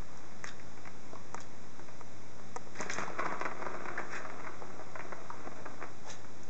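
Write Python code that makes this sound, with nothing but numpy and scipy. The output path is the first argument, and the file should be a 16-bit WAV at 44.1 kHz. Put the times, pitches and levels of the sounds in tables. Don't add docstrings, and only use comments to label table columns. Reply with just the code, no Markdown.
import sys
import numpy as np
from scipy import signal
from scipy.fft import rfft, irfft, next_fast_len
from scipy.io import wavfile
from scipy.ndimage import uniform_filter1d, map_coordinates

SR = 44100
rng = np.random.default_rng(int(sys.argv[2]) if len(sys.argv) > 2 else 0)


def master(y):
    cut = np.clip(np.atleast_2d(y).T, -1, 1)
    pcm = np.round(cut * 32767)
    wavfile.write(sys.argv[1], SR, pcm.astype(np.int16))


N = 286275

# t/s, level/dB
ROLL_STRENGTH = [(2.78, -60), (2.94, -45.5), (3.12, -46.5), (3.23, -41.5), (3.52, -47.5), (3.9, -45.5),
                 (4.09, -49.5), (4.22, -46.5), (4.6, -52), (4.95, -54), (5.35, -51), (5.71, -54),
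                 (5.9, -58)]
FULL_ROLL_DB = -45.5
# f/Hz, level/dB per Hz
SCRAPE_SPECTRUM = [(1500, -45), (3000, 1.5), (4000, 0), (5300, -6.5), (6500, -1.5), (7500, -3.5),
                   (9000, -11)]


def amp(db):
    return 10 ** (np.asarray(db) / 20)


def unit(x):
    return x / np.sqrt(np.mean(x ** 2) + 1e-20)


def crest(x):
    power = uniform_filter1d(x ** 2, size=132, mode="constant")
    return x / np.sqrt(power.max() + 1e-20)


def along(points, hz):
    f, v = np.transpose(points)
    return np.interp(np.log(hz + 1), np.log(f), v)


def wobble(rate):
    knots = rng.standard_normal(int(N * rate / SR) + 4)
    return map_coordinates(knots, [np.arange(N) * rate / SR])


def swell(peak_s, rise_s, fall_s):
    t = np.arange(N) / SR - peak_s
    return amp(-20 * np.maximum(-t / rise_s, t / fall_s))


def add(out, s, sound):
    part = out[round(s * SR):][:len(sound)]
    part += sound[:len(part)]


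def filtered(x, response):
    m = next_fast_len(len(x) + 4096)
    spectrum = rfft(x, m) * response(np.fft.rfftfreq(m, 1 / SR))
    return irfft(spectrum, m)[:len(x)]


def coloured(x, spectrum):
    return unit(filtered(x, lambda f: amp(along(spectrum, f))))


def resonance(f, hz, width):
    return 1j * f * width / (hz * hz - f * f + 1j * f * width)


def soft(f, edge_hz):
    return signal.freqs(*signal.butter(N=4, Wn=1, analog=True), f / edge_hz)[1]


def band(f, edges):
    lo, hi = edges
    lowpass_f = (f * f - lo * hi) / ((f + 1) * (hi - lo))
    return signal.freqs(*signal.butter(N=2, Wn=1, analog=True), lowpass_f)[1]


def grains(rate, spread_db):
    struck = rng.random(N) < rate / SR
    sign = rng.choice([-1, 1], N)
    return struck * sign * amp(spread_db * np.clip(rng.standard_normal(N), -2, 2))


def blow(t, chatter, t60):
    tail = rng.standard_normal(len(t)) * amp(-60 * t / t60) * (1 - np.exp(-t / 0.0024))
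    return (t == 0) + chatter * tail / np.linalg.norm(tail)


def track(f, stretch=1):
    # f/Hz, width/Hz, level/dB
    tube_modes = [(186, 150, -8.5), (399, 125, -1), (660, 118, 2), (1023, 440, 0.5), (1362, 313, 3),
                  (1515, 194, 2.5), (2142, 440, -3)]
    response = 0
    for k, (hz, width, db) in enumerate(tube_modes):
        response = response + (-1) ** k * amp(db) * resonance(f, hz * stretch, width)
    return response


def tube(x, edges):
    return filtered(x, lambda f: track(f) * band(f, edges))


def knock(db, hz, octaves, tick_db, chatter, t60):
    stray_db = -15.5
    force = blow(np.arange(SR // 12) / SR, chatter, t60)
    stretch = np.exp(0.038 * rng.standard_normal())
    reach = 2 ** (max(octaves, .3) / 2)
    driven = lambda f: band(f, (hz / reach, hz * reach)) + amp(stray_db)
    wall = filtered(force, lambda f: track(f, stretch) * driven(f) * soft(f, edge_hz=3300))
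    tick = filtered(force, lambda f: resonance(f, 4700, 3100) ** 2)
    return amp(db) * (crest(wall) + amp(tick_db) * crest(tick))


def squeaks(rate, reference_hz, t60):
    count = int(rate * N / SR)
    place, pitch, size = rng.random((count, 3)).T[:, :, None]
    t = np.arange(SR // 40) / SR
    envelope = amp(10 * size - 60 * t / t60) * (1 - np.exp(-t / 0.00073))
    rings = envelope * np.sin(2 * np.pi * reference_hz * (0.66 + .44 * pitch) * t)
    where = (place * N).astype(int) + np.arange(len(t))
    return unit(np.bincount(where.ravel(), rings.ravel(), N)[:N])


def background():
    # f/Hz, level/dB per Hz
    air_spectrum = [(25, -20), (40, -6), (60, -9.5), (85, -6), (140, -0.5), (210, 0.5), (300, -1.5),
                    (600, -5.5), (1100, -8.5), (1600, -12), (2300, -13), (3000, -27), (4000, -64.5)]
    # f/Hz, level/dB per Hz
    hiss_spectrum = [(1500, -41.5), (2600, -4.5), (3600, -0.5), (6000, 0), (7500, -3), (9000, -8.5)]
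    air = amp(-53.0) * coloured(rng.standard_normal(N), air_spectrum)
    hiss = amp(-58.5) * coloured(rng.standard_normal(N), hiss_spectrum)
    mains = np.sin(2 * np.pi * 100.1 * np.arange(N) / SR)
    return air + hiss + amp(-57.5 + 0.44 * wobble(1.1)) * mains


def room(x):
    # f/Hz, t60/s
    decay = [(200, 0.58), (1500, 0.39), (8000, 0.083)]
    hz, t, z = signal.stft(rng.standard_normal(SR // 2), SR, nperseg=256)
    dying = z * amp(-60 * t / along(decay, hz)[:, None])
    tail = signal.istft(dying, SR, nperseg=256)[1]
    delayed = np.pad(tail, (SR // 150, 0))
    return signal.fftconvolve(x, delayed / np.linalg.norm(tail))[:N]


def strap():
    # t/s, knock level/dB, flex f/Hz, tick level/dB (before a -1 dB trim)
    snaps = [(0.4426, -33, 1870, -41), (1.345, -32, 1040, -38), (1.4048, -45, 900, -44),
             (2.011, -40.5, 1030, -56), (2.5615, -32.5, 910, -40.5), (2.5655, -36.5, 860, -42),
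             (2.672, -43.5, 600, -73)]
    # f/Hz, level/dB (before a random spread), t60/s
    case_modes = [(490, -6.5, 0.038), (768, -13.5, 0.065), (950, -11, 0.05), (1234, -5, 0.023),
                  (1780, -8, 0.021), (1980, -12.5, 0.044)]
    # t/s, rise/s, fall/s, level/dB at t
    fidget = (0.07, -1.5, 4.5, -59)
    out, t = np.zeros(N), np.arange(SR // 12) / SR
    for s, db, hz, tick_db in snaps:
        flex = np.sin(2 * np.pi * hz * t) * amp(-60 * t / 0.0085)
        ring = 0
        for f, level, t60 in case_modes:
            drive = abs(resonance(f, hz, 820))
            decay = amp(level + 2 * rng.standard_normal() - 60 * t / t60)
            ring = ring + drive * decay * np.sin(2 * np.pi * f * t)
        tick = filtered(blow(t, chatter=0.65, t60=0.0085), lambda f: resonance(f, 6680, 3500) ** 2)
        body = filtered(flex + ring, lambda f: band(f, (330, 2800)))
        add(out, s, amp(tick_db - 1) * crest(tick))
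        add(out, s + 0.00034, amp(db) * crest(body))
    rubs = grains(rate=380, spread_db=8.5)
    rubbing = unit(filtered(rubs, lambda f: resonance(f, 1000, 1000) * soft(f, edge_hz=2000)))
    peak_s, rise_s, fall_s, rub_db = fidget
    return out + amp(rub_db) * swell(peak_s, rise_s, fall_s) * rubbing


def claws():
    # t/s, level/dB (before an -11 dB trim), f/Hz, ring t60/s
    catches = [(0.173, -39.5, 6260, .05), (0.441, -31, 6500, .02), (0.489, -30.5, 3750, .02),
               (2.809, -24, 6900, .01), (2.898, -25, 4340, .02), (2.91, -36, 5250, 0.083),
               (2.935, -23, 6260, 0.075), (3.399, -37.5, 5650, 0.029), (6.101, -30, 6000, 0.16),
               (6.433, -38.5, 6530, .03)]
    out, t = np.zeros(N), np.arange(SR // 6) / SR
    for s, db, hz, t60 in catches:
        burst = filtered(blow(t, chatter=3.3, t60=0.0075), lambda f: resonance(f, hz, 0.46 * hz) ** 2)
        ring = np.sin(2 * np.pi * hz * t) * amp(-60 * t / t60)
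        add(out, s, amp(db - 11.0) * (crest(burst) + amp(-6.5) * ring))
    return out


def paws():
    # peak t/s, rise/s, fall/s, then level/dB of pad thud, scuff and scrape (before the mix below)
    strokes = [(0.452, 0.017, 0.035, -63, -47.5, -56), (0.473, 0.014, 0.048, -52, -43, -46.5),
               (1.412, .014, 0.028, -56, -64, -46.5), (2.755, 0.0062, 0.053, -56, -46.5, -53),
               (2.81, 0.045, 0.1, -43, -43, -47.5), (2.915, 0.018, 0.078, -54, -52, -43.5),
               (2.995, 0.12, 0.12, -53, -40.5, -49.5), (4.0, 0.034, 0.085, -51, -46.5, -58),
               (4.132, 0.05, 0.038, -61, -40.5, -54), (4.161, 0.029, 0.057, -58, -38, -47.5),
               (6.104, 0.05, 0.083, -39, -47, -43)]
    # f/Hz, level/dB per Hz
    scuff_spectrum = [(100, -25), (400, -13), (1000, -9.5), (1400, 0), (1750, 3), (2100, -3), (2500, -3.5),
                      (3400, -51), (6000, -23.5)]
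    pad_lead_s = 0.025
    pad_gain, scuff_gain, scrape_gain = np.zeros((3, N))
    for s, rise_s, fall_s, pad_db, scuff_db, scrape_db in strokes:
        stroke = swell(s, rise_s, fall_s)
        pad_gain += amp(pad_db) * swell(s - pad_lead_s, rise_s, fall_s)
        scuff_gain += amp(scuff_db) * stroke
        scrape_gain += amp(scrape_db) * stroke
    thud = unit(filtered(grains(rate=2000, spread_db=2.0), lambda f: band(f, (400, 950))))
    scuff = coloured(grains(rate=4400, spread_db=1.0), scuff_spectrum)
    scrape = amp(-1.0) * coloured(grains(rate=12000, spread_db=3.5), SCRAPE_SPECTRUM)
    scrape = scrape + amp(-4.0) * squeaks(rate=270, reference_hz=6290, t60=0.017)
    return amp(-6.0) * pad_gain * thud + amp(-1.0) * scuff_gain * scuff + scrape_gain * scrape


def taps():
    # t/s, level/dB (before the trim below), f/Hz, range of modes/octaves
    tap_list = [(0.597, -47, 2080, 0.75), (0.775, -48.5, 1410.0, 3.5), (0.854, -43, 1770.0, 2.5),
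                (0.874, -40, 750.0, 5.3), (1.131, -41, 450.0, 2.2), (1.155, -41, 1020, 0.5),
                (1.377, -41.5, 1490.0, 1.3), (1.382, -45.5, 1580.0, 2), (1.794, -43, 480.0, 3.25),
                (1.884, -46, 840.0, 3.5), (2.396, -45, 480.0, 3.2), (2.792, -38, 2100.0, 0.51),
                (2.803, -32.5, 450.0, 2.9), (2.816, -36.5, 1000.0, 0.5), (2.829, -35.5, 2100.0, 1.2),
                (2.86, -40, 450.0, 1.4), (2.898, -30, 2100.0, 0.89), (2.966, -38, 1120.0, 1),
                (2.984, -28.5, 880, 5.2), (3.005, -33, 2100.0, 4.5), (3.02, -34, 1170, 0.46),
                (3.034, -36, 646, 0.82), (3.078, -35.5, 880, 0.75), (3.1, -39.5, 510, 1.3),
                (4.132, -40, 835, 2.3), (6.245, -47, 1330.0, 1.25)]
    out, t = np.zeros(N), np.arange(SR // 12) / SR
    for s, db, hz, octaves in tap_list:
        add(out, s, knock(db, hz, octaves, tick_db=-15, chatter=0.76, t60=0.03))
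        thump = filtered(blow(t, chatter=0.64, t60=0.069), lambda f: band(f, (135, 300)))
        add(out, s, amp(db - 13) * crest(thump))
    return amp(-0.47) * out


def ball():
    low, middle, upper = (136, 970), (825, 1480), (1200, 2550)
    n = np.arange(N)
    strength_db = np.interp(n / SR, *np.transpose(ROLL_STRENGTH), left=-120, right=-120)
    pace = amp(strength_db - FULL_ROLL_DB)
    bumps = grains(rate=380, spread_db=3) * amp(1.0 * wobble(49))
    echo_delay_s = .007 + 0.00097 * wobble(1.5)
    bumps = bumps + 0.32 * np.interp(n - SR * echo_delay_s, n, bumps)
    low_part = amp(-45.0) * pace ** 0.96 * unit(tube(bumps, low))
    middle_part = amp(-47.0) * pace ** 1.35 * unit(tube(bumps, middle))
    fizz = coloured(grains(rate=1900, spread_db=0.5), SCRAPE_SPECTRUM)
    bright_part = pace ** 1.45 * (amp(-52.0) * unit(tube(bumps, upper)) + amp(-64.5) * fizz)
    return low_part + middle_part + bright_part


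def joints():
    # t/s, level/dB (before the trim below), f/Hz, range of modes/octaves,
    # rebound delay/s, rebound level/dB relative to the clack
    clacks = [(3.188, -30.5, 890.0, 4.8, 0.006, 5.5), (3.196, -29, 1070, 0.41, 0.01, -2.5),
              (3.249, -32.5, 1060.0, 0.75, 0.006, 0.5), (3.26, -29.5, 800.0, 3.3, 0.004, 0.5),
              (3.323, -28, 450.0, 4.2, 0.005, -10), (3.412, -25.5, 960, 5.5, 0.008, -9),
              (3.452, -27.5, 800.0, 4.9, 0.013, -6), (3.458, -27, 850, 3.2, 0.0048, -8),
              (3.513, -35, 450.0, 5.2, 0.004, -2), (3.62, -32, 535, 3.8, 0.0061, 2),
              (3.651, -36, 1350, 0.41, 0.004, -10), (3.664, -29.5, 530.0, 2.9, 0.0051, -3.5),
              (3.742, -34, 450.0, 4, 0.0095, -1.5), (3.855, -32.5, 595, 4, 0.0061, -6.5),
              (3.884, -32.5, 1580.0, 1.6, 0.0048, -12), (3.976, -31.5, 1720, 0.38, 0.0039, 2.5),
              (3.992, -31, 840.0, 4.5, 0.006, -22), (3.997, -34.5, 450.0, 3.2, 0.0038, -10),
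              (4.25, -35.5, 750.0, 3, 0.0053, -4), (4.299, -36, 2100.0, 2.6, 0.0034, -14),
              (4.324, -43, 450.0, 2.5, 0.004, -8), (4.4, -44, 940.0, 4.6, 0.006, 3.5),
              (4.445, -38, 1410.0, 1.4, 0.0043, -8), (4.468, -35.5, 1370, 1.5, 0.0046, -1),
              (4.62, -34, 670.0, 1.7, 0.005, -17), (4.793, -36.5, 450.0, 3.3, 0.016, -5),
              (4.955, -34, 570.0, 4, 0.008, -8), (4.993, -34.5, 890.0, 4.8, 0.0054, -11),
              (5.006, -36.5, 1980.0, 1.5, 0.012, -12), (5.122, -34.5, 450.0, 4.4, 0.0055, 0.5),
              (5.301, -32, 1090, 0.74, 0.0075, -13), (5.472, -34.5, 450.0, 3.5, 0.0039, -10),
              (5.656, -38, 750.0, 3.2, 0.0037, 4), (5.813, -37.5, 450.0, 3.7, 0.004, -20),
              (5.825, -31.5, 500.0, 4.7, 0.014, -3.5)]
    out = np.zeros(N)
    for s, db, hz, octaves, rebound_s, rebound_db in clacks:
        strength_db = np.interp(s, *np.transpose(ROLL_STRENGTH))
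        tick_db = -18.5 + .5 * (strength_db - FULL_ROLL_DB)
        add(out, s, knock(db, hz, octaves, tick_db, chatter=0.88, t60=0.028))
        rebound = knock(db + rebound_db, hz, octaves, tick_db, chatter=0.53, t60=0.047)
        add(out, s + rebound_s, rebound)
    return amp(-2.92) * out


def scene():
    toy = taps() + joints() + ball() + paws() + claws()
    return (toy + amp(-12.5) * room(toy) + strap() + background())[None]


def record(dry):
    # f/Hz, level/dB
    microphone = [(70, -0.5), (6800, -1), (7500, -4), (8300, -12.5), (8800, -22), (9100, -43)]
    # f/Hz, width/Hz
    notch_bands = [(3000, 580), (4400, 960), (8000, 170)]
    top_hz, offset = 9050, -.0356
    notches = lambda f: np.prod([1 - resonance(f, hz, width) for hz, width in notch_bands], axis=0)
    camera = lambda f: notches(f) * amp(along(microphone, f)) * (f < top_hz)
    return offset + filtered(dry[0], camera)[None]


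dry = scene()
out = record(dry)
master(out)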